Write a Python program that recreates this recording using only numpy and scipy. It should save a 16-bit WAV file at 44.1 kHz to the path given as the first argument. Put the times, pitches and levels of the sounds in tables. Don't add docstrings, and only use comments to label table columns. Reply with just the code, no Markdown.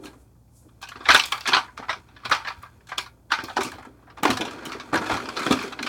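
import sys
import numpy as np
from scipy import signal
from scipy.fft import rfft, irfft, next_fast_len
from scipy.io import wavfile
from scipy.ndimage import uniform_filter1d

SR = 44100
rng = np.random.default_rng(int(sys.argv[2]) if len(sys.argv) > 2 else 0)


def transcribe(signal):
    frames = np.atleast_2d(signal).T
    limited = np.clip(frames, -1, 1)
    pcm = np.round(limited * 32767).astype(np.int16)
    wavfile.write(sys.argv[1], SR, pcm)


N = 259334
FFT_SIZE = next_fast_len(N)

# t/s, peak level/dB,
# low ring/Hz, high ring/Hz, small stones against big ones/dB, crack against the ringing/dB, t60/s
CLACKS = [(0.037, -33, 1220, 3990, -5, -15, 0.046), (0.046, -36, 1010, 3980, -2, -3, 0.053),
          (0.056, -30.5, 885, 3900, 7, -7, 0.026), (0.068, -31.5, 910, 3510, -5, -14, 0.072),
          (0.099, -44, 877, 2710, -16, -19, 0.098), (0.132, -43, 1040, 3800, -17, -14, 0.07),
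          (0.351, -58, 977, 2420, -29, -28, 0.079), (0.478, -61, 720, 4700, -3, -12, 0.06),
          (0.688, -48, 1060, 3370, -7, -27, 0.056), (0.815, -32.5, 1190, 3280, 1, -9, 0.1),
          (0.826, -22, 1520, 3070, -1, -14.5, 0.1), (0.872, -33, 1190, 2960, 7, -21, 0.13),
          (0.887, -24.5, 1580, 2490, 4, -7.5, 0.085), (0.918, -26.5, 1110, 3100, -10, -31, 0.06),
          (0.958, -26.5, 1260, 2630, -9, -33, 0.05), (1.006, -27, 1140, 3610, -10, -36, 0.18),
          (1.055, -16, 1730, 3440, -1, -32.5, 0.06), (1.064, -16, 970, 3430, -6, -29.5, 0.075),
          (1.088, 1, 1240, 2100, -1.5, -21, 0.067), (1.096, -6.5, 1430, 2190, -16, -33.5, 0.1),
          (1.105, -0.5, 1620, 3320, -3, -23, 0.027), (1.112, -6, 1690, 2420, 4, -13, 0.06),
          (1.119, -3.5, 1600, 2440, 0, -32, 0.076), (1.134, -9, 1500, 2320, -9, -12, 0.054),
          (1.146, 3, 1434, 3540, -4, -16.5, 0.065), (1.161, -3.5, 1400, 3060, 5, -19, 0.043),
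          (1.174, -11, 1440, 3800, 0, -7, 0.045), (1.196, -3.5, 1240, 2510, 20, -25, 0.042),
          (1.238, -13, 1100, 4460, 9, -22, 0.022), (1.258, -18.5, 1600, 2250, -4, 20, 0.027),
          (1.322, -8.5, 1120, 3350, 1, -15, 0.03), (1.342, -21.5, 1170, 2430, -23, -28, 0.048),
          (1.378, -23, 1100, 4700, -2, -17, 0.045), (1.409, -23, 1930, 4570, 6, -16, 0.022),
          (1.456, -15.5, 1290, 2170, -2, -29, 0.051), (1.463, -14.5, 1340, 3520, 4, -20, 0.083),
          (1.475, -8.5, 1690, 2270, 1, -13, 0.089), (1.485, -8.5, 1150, 4460, 0.5, -19, 0.088),
          (1.504, -29, 1120, 2230, -14, -27, 0.089), (1.521, -9.5, 940, 2940, -9, -36, 0.038),
          (1.533, -0.5, 1650, 3220, 0.5, -26, 0.057), (1.546, -1, 1310, 2420, -0.5, -47, 0.061),
          (1.567, -3, 964, 2920, -6.5, -50, 0.055), (1.586, -17, 1060, 2760, -22, -43, 0.037),
          (1.68, -34.5, 1530, 3350, -44, -37, 0.084), (1.777, -21, 1177, 2190, -6.5, -20.5, 0.036),
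          (1.797, -30, 756, 2040, -13, -37, 0.11), (1.827, -24.5, 933, 2460, -22, -40, 0.12),
          (1.885, -22, 991, 2100, -22, -52, 0.04), (1.894, -8.5, 930, 2010, -1.5, -52, 0.098),
          (1.93, -17.5, 1190, 2460, -2.5, -42, 0.052), (2.087, -42, 872, 2600, -3.5, -36, 0.051),
          (2.164, -33.5, 1520, 3480, -5.5, -34, 0.045), (2.201, -44, 1030, 2490, -6, -24, 0.085),
          (2.234, -32, 1170, 2590, -35, -43, 0.05), (2.253, -14, 1170, 3300, -1.5, -20, 0.072),
          (2.297, -21.5, 1090, 2290, -9, -11, 0.04), (2.313, -9.5, 1050, 2100, -7, -27, 0.051),
          (2.316, -3, 1310, 2350, -12, -39, 0.053), (2.324, -3, 1290, 3880, -3.5, -27, 0.027),
          (2.34, -26, 1400, 3340, -17, -21, 0.094), (2.349, -16.5, 1420, 2550, -3, -16, 0.06),
          (2.449, -22, 1700, 2400, -8, -36, 0.079), (2.471, -17, 1700, 2500, -8, -38, 0.11),
          (2.483, -17, 1370, 3900, 0, -32, 0.06), (2.503, -20.5, 1210, 2160, -16, -40, 0.053),
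          (2.618, -41, 1220, 2100, -27, -14, 0.085), (2.633, -28, 1080, 2190, -18, -38, 0.04),
          (2.656, -33.5, 1277, 2140, -25, -34, 0.075), (2.808, -43.5, 1550, 2430, -9.5, -32, 0.02),
          (2.871, -38.5, 1635, 2900, 2, -6.5, 0.15), (2.89, -30, 1420, 2230, 0, -10.5, 0.18),
          (2.918, -19, 1550, 2320, -19, -38, 0.053), (2.981, -7, 1200, 3320, 6, -10, 0.041),
          (3.008, -35, 1370, 2460, -6, 7, 0.072), (3.062, -30.5, 1030, 2340, -5.5, -27, 0.039),
          (3.299, -41, 1706, 3000, -20.5, -25.5, 0.051), (3.305, -22.5, 1550, 3300, -12, -27, 0.06),
          (3.319, -4, 1390, 2600, -8.5, -24, 0.047), (3.337, -10.5, 1530, 2250, -3, -35.5, 0.038),
          (3.387, -15, 1380, 2380, -11.5, -41, 0.048), (3.402, -26, 1470, 2330, -2, -22, 0.09),
          (3.439, -26, 1140, 5320, 2, -14, 0.11), (3.483, -23.5, 899, 2230, -15, -22, 0.078),
          (3.496, -25, 706, 3500, -8, -30, 0.081), (3.568, -7, 820, 5400, -13, -26, 0.088),
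          (3.607, -12.5, 1020, 2320, -6, -17, 0.057), (3.617, -21, 1110, 2260, 9, -12, 0.06),
          (3.633, -15.5, 1240, 2730, 9, 3.5, 0.071), (3.647, -20.5, 1130, 2530, 0, -10, 0.1),
          (3.666, -25.5, 1230, 2300, 3, -14, 0.18), (3.718, -26, 1730, 2740, -8, -10.5, 0.02),
          (3.734, -30.5, 700, 2380, -7, -28, 0.11), (3.783, -28.5, 732, 2060, -11, -21, 0.12),
          (3.826, -35, 1350, 2310, -18, -18, 0.06), (3.851, -30.5, 920, 2480, -22, -16.5, 0.06),
          (3.991, -50, 1104, 2350, -20.5, -21.5, 0.042), (4.027, -46, 1130, 2720, -22.5, -23.5, 0.088),
          (4.073, -38.5, 1180, 2480, -29.5, -40, 0.076), (4.101, -35.5, 1190, 2300, -8, -34, 0.042),
          (4.173, -29, 1300, 2330, -12, -26, 0.041), (4.183, -29, 875, 2400, -17, -22, 0.046),
          (4.233, -8.5, 890, 2200, -6.5, -12, 0.045), (4.252, -2, 960, 2200, -15.5, -23, 0.035),
          (4.277, -14, 740, 2320, -8, -25, 0.14), (4.303, -7, 960, 2320, -2, -10.5, 0.06),
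          (4.329, -18.5, 1140, 4470, -2, -16, 0.097), (4.371, -13.5, 1460, 2380, -2.5, -9.5, 0.06),
          (4.409, -13, 756, 3310, 2.5, -14.5, 0.06), (4.451, -18, 775, 3470, -2, -17, 0.1),
          (4.479, -22.5, 1290, 2900, -3, -23, 0.067), (4.509, -28, 1200, 2400, -5, -12, 0.069),
          (4.53, -28.5, 1260, 2350, -4, -12, 0.08), (4.585, -46, 1210, 3000, -23, -25, 0.076),
          (4.654, -23, 1170, 2270, 6, -5.5, 0.13), (4.693, -26, 1280, 4660, -8, -25, 0.079),
          (4.719, -18, 1110, 2370, -1.5, -21, 0.18), (4.799, -21.5, 1540, 3130, -1, -21, 0.064),
          (4.915, -36, 1080, 2190, -40, -41, 0.06), (4.932, -10, 870, 2360, -22, -23, 0.02),
          (4.941, -9, 770, 2340, -16, -17, 0.036), (4.957, -9.5, 1480, 2450, -12, -16.5, 0.034),
          (4.974, -14, 1190, 2360, -6, -27, 0.06), (5.015, -20.5, 830, 2450, -14, -21, 0.18),
          (5.063, -20.5, 1290, 2500, -7.5, -20, 0.18), (5.096, -9.5, 738, 3370, -14, -23, 0.078),
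          (5.114, -10, 980, 3230, -7, -18.5, 0.1), (5.139, -13.5, 820, 2290, -7.5, -20, 0.14),
          (5.168, -18, 1130, 2300, -6, -16, 0.097), (5.201, -19.5, 1340, 2110, -13, -25, 0.056),
          (5.257, -20.5, 1260, 4580, -4, -29, 0.024), (5.288, -17, 1380, 4770, -6, -16, 0.045),
          (5.367, -13, 1270, 2330, -2, -18, 0.17), (5.393, -18, 1230, 2100, -6.5, -14, 0.13),
          (5.419, -20, 1400, 2330, -5, -14, 0.07), (5.431, -16.5, 990, 2280, -5, -17, 0.049),
          (5.451, -24, 1280, 2420, -3, -1, 0.06), (5.465, -7.5, 1290, 3230, -6.5, -18.5, 0.041),
          (5.509, -6, 1230, 3370, -1.5, -14.5, 0.093), (5.525, -9, 1150, 2430, 1, -13, 0.049),
          (5.572, -20, 1130, 2510, -10, -27, 0.038), (5.589, -16.5, 1520, 2340, -0.5, -25, 0.045),
          (5.615, -17, 1270, 2270, -4, -22, 0.022), (5.627, -21, 1360, 2280, -1, -11, 0.14),
          (5.678, -27.5, 1300, 4500, 2, -15, 0.092), (5.724, -21, 1280, 3870, -3.5, -19, 0.063),
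          (5.791, -19, 1560, 2370, -5, -27, 0.035), (5.828, -12, 1320, 2200, 5.5, -10.5, 0.024),
          (5.864, -13.5, 1280, 3100, -2, -24, 0.11)]
# t/s, peak level/dB, main ring/Hz, t60 of the rocking/s
THUMPS = [(0.021, -36, 305, 0.068), (0.049, -32, 258, 0.22), (0.158, -46.5, 288, 0.13),
          (0.65, -44.5, 266, 0.2), (0.96, -38.5, 388, 0.093), (1.007, -33.5, 326, 0.064),
          (1.088, -23, 322, 0.093), (1.143, -24, 422, 0.075), (1.339, -42.5, 470, 0.075),
          (1.485, -24.5, 388, 0.14), (1.53, -27.5, 380, 0.045), (1.56, -35, 308, 0.066),
          (1.796, -29, 248, 0.045), (1.965, -44, 384, 0.18), (2.254, -37, 380, 0.075),
          (2.308, -38, 320, 0.075), (2.979, -34.5, 374, 0.06), (3.32, -41, 277, 0.075),
          (3.388, -34, 320, 0.075), (3.438, -27.5, 330, 0.052), (3.568, -24.5, 400, 0.068),
          (3.59, -19, 388, 0.079), (3.611, -45, 330, 0.075), (3.65, -27, 310, 0.064),
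          (3.665, -26.5, 253, 0.075), (3.758, -37, 253, 0.22), (3.866, -33.5, 257, 0.11),
          (4.231, -18.5, 258, 0.045), (4.253, -14, 296, 0.063), (4.298, -14.5, 244, 0.12),
          (4.402, -19, 326, 0.15), (4.476, -29, 318, 0.059), (4.536, -32, 340, 0.075),
          (4.67, -27, 314, 0.22), (4.752, -27.5, 409, 0.1), (4.933, -12.5, 313, 0.12),
          (4.955, -17.5, 310, 0.21), (5.014, -20.5, 335, 0.18), (5.11, -18.5, 297, 0.073),
          (5.142, -26, 202, 0.14), (5.282, -26.5, 333, 0.07), (5.37, -26.5, 387, 0.053),
          (5.401, -22.5, 271, 0.14), (5.466, -16.5, 317, 0.083), (5.509, -5.5, 250, 0.034),
          (5.642, -22.5, 347, 0.18), (5.799, -29.5, 257, 0.2), (5.843, -24.5, 258, 0.11)]
# f/Hz, width/Hz, level/dB
BIG_STONES = [(798, 160, -8.5), (948.3, 29.5, 1.5), (1151, 112, -3), (1461, 109, -1.5), (1601, 39, 1),
              (1999, 580, -10)]
SMALL_STONES = [(2423, 192, 1.5), (2796, 280, -4.5), (3143, 490, -2), (3534, 380, -1), (4233, 346, -1.5),
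                (5085, 750, -6.5), (5950, 640, -9.5), (6675, 250, -32), (7930, 600, -22)]
CONTAINER = [(119, 26, -14.5), (252.3, 34, -1), (336, 22, -0.5), (373.3, 55, -2.5), (559, 660, -10)]
# f/Hz, level/dB
CRACK = [(3000, -7), (5000, -14.5), (6500, 3.5), (9000, -2.5), (12000, -9.5), (16500, -20.5),
         (20000, -56.5)]


def clack(level_db, low_hz, high_hz, small_db, crack_db, t60):
    t, hz = np.arange(6144) / SR, np.fft.rfftfreq(6144, 1 / SR)
    rise = 1 - np.exp(-t / .0012)
    fade = np.cos(np.pi / 2 * np.minimum(t / .125, 1)) ** .5
    blow = rise * dying(t, t60) * fade
    settling = gain_of(-16) * dying(t, t60=.23) * (t > .004) * fade
    taps = collisions(len(t), per_s=7000, spread_db=5.5)
    taps[np.argmax(blow)] = gain_of(13 - 2.5 * np.log2(t60 / .06))
    big, small = resonance(vary(BIG_STONES), hz), resonance(vary(SMALL_STONES), hz)
    width_hz, own_db = 170, 4.5
    big_struck = big + resonance([(low_hz, width_hz, own_db)], hz)
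    small_struck = small - resonance([(high_hz, 280, own_db)], hz)
    crack = filtered(taps * (blow + settling) ** 1.28, gain_of(look_up(CRACK, hz)))
    sound = gain_of(crack_db) * match_energy(crack, blow)
    for envelope, low, high in ((blow, big_struck, small_struck), (settling, big, small)):
        force = taps * envelope
        body = match_energy(filtered(force, low * contact(hz, soft_hz=3050)), envelope)
        clink = match_energy(filtered(force, high * contact(hz, soft_hz=6260)), envelope)
        sound += (body + gain_of(small_db) * clink) / np.sqrt(1 + gain_of(2 * small_db))
    smooth_end = signal.windows.tukey(2 * len(t), .1)[len(t):]
    return with_peak(sound, level_db) * smooth_end


def thump(level_db, ring_hz, t60):
    t, hz = np.arange(8192) / SR, np.fft.rfftfreq(8192, 1 / SR)
    shove = np.sin(np.pi * np.minimum(t / .00178, 1))
    rocking = collisions(len(t), per_s=270, spread_db=5.5) * dying(t, t60)
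    force = shove + gain_of(-9.5) * np.convolve(rocking, shove[:200])[:len(t)]
    boom = filtered(force, resonance(CONTAINER + [(ring_hz, 35, 5)], hz))
    return with_peak(boom, level_db)


def grind():
    # t/s, big stones/dB, container/dB, gravel/dB, grit/dB
    stirring = [(0.0, -64, -46.5, -65, -68), (.41, -81, -71, -88, -92), (.8, -74, -61, -75, -84),
                (1.0, -51, -60, -59, -65), (1.2, -43, -62, -37, -44), (1.42, -58, -59, -66, -62),
                (1.59, -38, -54, -51, -64), (1.76, -61.5, -57, -71, -71), (1.84, -55, -56, -59, -68),
                (2.0, -63, -60.5, -70, -70), (2.19, -59, -58.5, -62, -81), (2.42, -40, -58.5, -48, -64),
                (2.66, -63.5, -62, -68, -72.5), (3.28, -75, -61, -82, -85), (3.5, -54, -56, -50, -58.5),
                (3.68, -49, -50, -49, -63.5), (3.9, -65.5, -57, -72.5, -81), (4.15, -64, -55, -77, -87),
                (4.36, -44, -37, -47, -62), (4.75, -40.5, -43, -52, -61), (4.9, -51.5, -46.5, -56.5, -63),
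                (5.1, -39, -32.5, -37, -49), (5.26, -46, -39, -48.5, -57), (5.5, -42, -37.5, -37.5, -47),
                (5.65, -40, -42, -39.5, -50.5), (5.76, -49, -44.5, -58, -66), (5.88, -50, -41, -52, -55)]
    times, big_db, container_db, gravel_db, grit_db = np.transpose(stirring)
    t, hz = np.arange(N) / SR, np.fft.rfftfreq(FFT_SIZE, 1 / SR)
    lumps = waver(FFT_SIZE, depth_db=2, smooth_samples=300)
    layers = [(resonance(BIG_STONES, hz) * contact(hz, soft_hz=2660), big_db, CLACKS, -26),
              (resonance(CONTAINER, hz) * contact(hz, soft_hz=910), container_db, THUMPS, -8),
              (resonance(SMALL_STONES, hz) * contact(hz, soft_hz=6000), gravel_db, CLACKS, -24),
              (gain_of(look_up(CRACK, hz)), grit_db, CLACKS, -42)]
    sound = np.zeros(N)
    for colour, stir_db, hits, roll_db in layers:
        gain = rolling_gain(np.interp(t, times, stir_db), hits, roll_db)
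        taps = lumps * collisions(FFT_SIZE, per_s=8000, spread_db=1.5)
        sound += gain * unit_rms(filtered(taps, colour)[:N])
    return sound


def rolling_gain(stir_db, hits, roll_db, t60=.18):
    kicks = np.zeros(N)
    for start, hit_db, *_ in hits:
        kicks[round(start * SR)] += gain_of(2 * (hit_db + roll_db))
    roll_energy = signal.lfilter([1], [1, -gain_of(-120 / (t60 * SR))], kicks)
    return np.sqrt(gain_of(2 * stir_db) + uniform_filter1d(roll_energy, size=600))


def tick(level_db, low_cut_hz=5000):
    t, hz = np.arange(1024) / SR, np.fft.rfftfreq(1024, 1 / SR)
    force = rng.standard_normal(len(t)) * dying(t, t60=.012)
    low_cut = 1j * hz / (low_cut_hz + 1j * hz)
    return with_peak(filtered(force, low_cut ** 2), level_db)


def phone_wobble():
    jolts = [(.21, -52), (1.1, -36), (1.91, -48), (2.29, -41), (2.59, -43.5), (3.44, -45.5), (3.62, -47),
             (3.75, -43), (4.31, -27), (4.53, -53), (4.98, -39), (5.13, -29), (5.52, -34)]
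    shake_colour = [(20, -44), (45, -12.5), (70, 4.5), (110, 5), (150, -14), (250, -41.5)]
    tremble = gain_of(-57.5)
    jolting = sum(swell(*jolt, rise_s=.023, fall_s=.062) for jolt in jolts)
    return (tremble + jolting) * coloured_noise(shake_colour)


def cloth():
    brushes = [(.056, -51, 0.043, 0.052), (.22, -65.5, 0.27, 0.074), (.574, -56.5, 0.07, 0.16)]
    cloth_colour = [(2500, -13), (5000, 2.5), (7500, 9), (10000, 8), (14000, -1), (17000, -10)]
    return sum(swell(*brush) for brush in brushes) * coloured_noise(cloth_colour)


def room_echo(sound):
    fade_times = [(200, 0.3), (1000, 0.16), (4000, 0.047), (12000, 0.32)]
    echoes = np.zeros(SR // 2)
    slots = np.arange(260, SR // 2 - 20, 20)
    echoes[slots + rng.integers(0, 20, len(slots))] = rng.choice([-1., 1.], len(slots))
    hz, t, bands = signal.stft(echoes, SR, nperseg=256)
    _, tail = signal.istft(bands * dying(t, look_up(fade_times, hz)[:, None]), SR, nperseg=256)
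    return signal.fftconvolve(sound, tail / np.linalg.norm(tail))[:N]


def background():
    hush_colour = [(20, -23), (40, -12), (60, -6), (100, -26), (160, -2), (260, -8), (400, -19),
                   (900, -19.5), (1400, -32), (2200, -48), (5000, -35), (9000, -35), (13000, -37),
                   (17000, -37)]
    t = np.arange(N) / SR
    sound = gain_of(-59.5) * coloured_noise(hush_colour)
    for hum_hz, rms_db in ((59, -58.5), (119, -58)):
        hum = np.sqrt(2) * gain_of(rms_db) * np.sin(2 * np.pi * hum_hz * t)
        sound += hum * waver(N, depth_db=.79, smooth_samples=3000)
    return sound


def collisions(size, per_s, spread_db):
    hit = rng.random(size) < per_s / SR
    direction = rng.choice([-1., 1.], size)
    return hit * direction * gain_of(spread_db * np.minimum(rng.exponential(1, size), 3))


def contact(hz, soft_hz):
    return 1 / (1 + 1j * hz / soft_hz) ** 2


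def vary(modes):
    return [(f * rng.uniform(.93, 1.07), width, db + rng.normal(0, 2.5)) for f, width, db in modes]


def resonance(modes, hz):
    return sum((-1) ** k * gain_of(db) * 1j * hz * width / (f ** 2 - hz ** 2 + 1j * hz * width)
               for k, (f, width, db) in enumerate(modes))


def filtered(sound, colour):
    return irfft(rfft(sound) * colour, len(sound))


def coloured_noise(colour_table):
    colour = gain_of(look_up(colour_table, np.fft.rfftfreq(FFT_SIZE, 1 / SR)))
    return unit_rms(filtered(rng.standard_normal(FFT_SIZE), colour)[:N])


def swell(peak_s, level_db, rise_s, fall_s):
    t = np.arange(N) / SR - peak_s
    return gain_of(level_db - 20 * np.where(t < 0, -t / rise_s, t / fall_s))


def waver(size, depth_db, smooth_samples):
    return gain_of(depth_db * unit_rms(uniform_filter1d(rng.standard_normal(size), smooth_samples)))


def dying(t, t60):
    return gain_of(-60 * t / t60)


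def look_up(table, hz):
    f, value = np.transpose(table)
    return np.interp(np.log(hz + 1), np.log(f + 1), value)


def gain_of(db):
    return 10 ** (np.asarray(db) / 20)


def unit_rms(sound):
    return sound / np.sqrt(np.mean(sound ** 2) + 1e-20)


def match_energy(sound, envelope):
    return sound / np.sqrt(np.sum(sound ** 2) / np.sum(envelope ** 2))


def with_peak(sound, level_db):
    return gain_of(level_db) * sound / abs(sound).max()


def add(mix, start_s, sound):
    part = mix[round(start_s * SR):][:len(sound)]
    part += sound[:len(part)]


def scene():
    ticks = [(0.8205, -36), (0.8894, -36), (1.089, -23), (1.1468, -16), (1.1972, -26), (1.2356, -39),
             (1.257, -23), (1.3209, -20), (1.3788, -32), (1.4077, -34), (2.255, -43), (2.3136, -27),
             (2.4818, -35), (2.6274, -31.5), (2.9811, -30), (3.4394, -25), (3.6331, -25), (3.718, -33),
             (4.233, -16), (4.3026, -34), (4.3715, -41), (4.4089, -44), (4.6538, -29), (5.2889, -40),
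             (5.4655, -33), (5.5084, -31), (5.6256, -31), (5.8282, -43)]
    stones = grind()
    for start, *settings in CLACKS:
        add(stones, start - .0015, clack(*settings))
    for start, *settings in THUMPS:
        add(stones, start - .0012, thump(*settings))
    for start, level_db in ticks:
        add(stones, start - .0005, tick(level_db))
    handling = phone_wobble() + cloth()
    return (stones + gain_of(-9) * room_echo(stones) + background() + handling)[None]


def record(dry):
    rounded = 1.154 * np.tanh(dry / 1.558)
    treble_cut = signal.firwin(511, cutoff=16980, window=("kaiser", 9), fs=SR)
    return signal.oaconvolve(rounded, treble_cut[None], "same")


dry = scene()
out = record(dry)
transcribe(out)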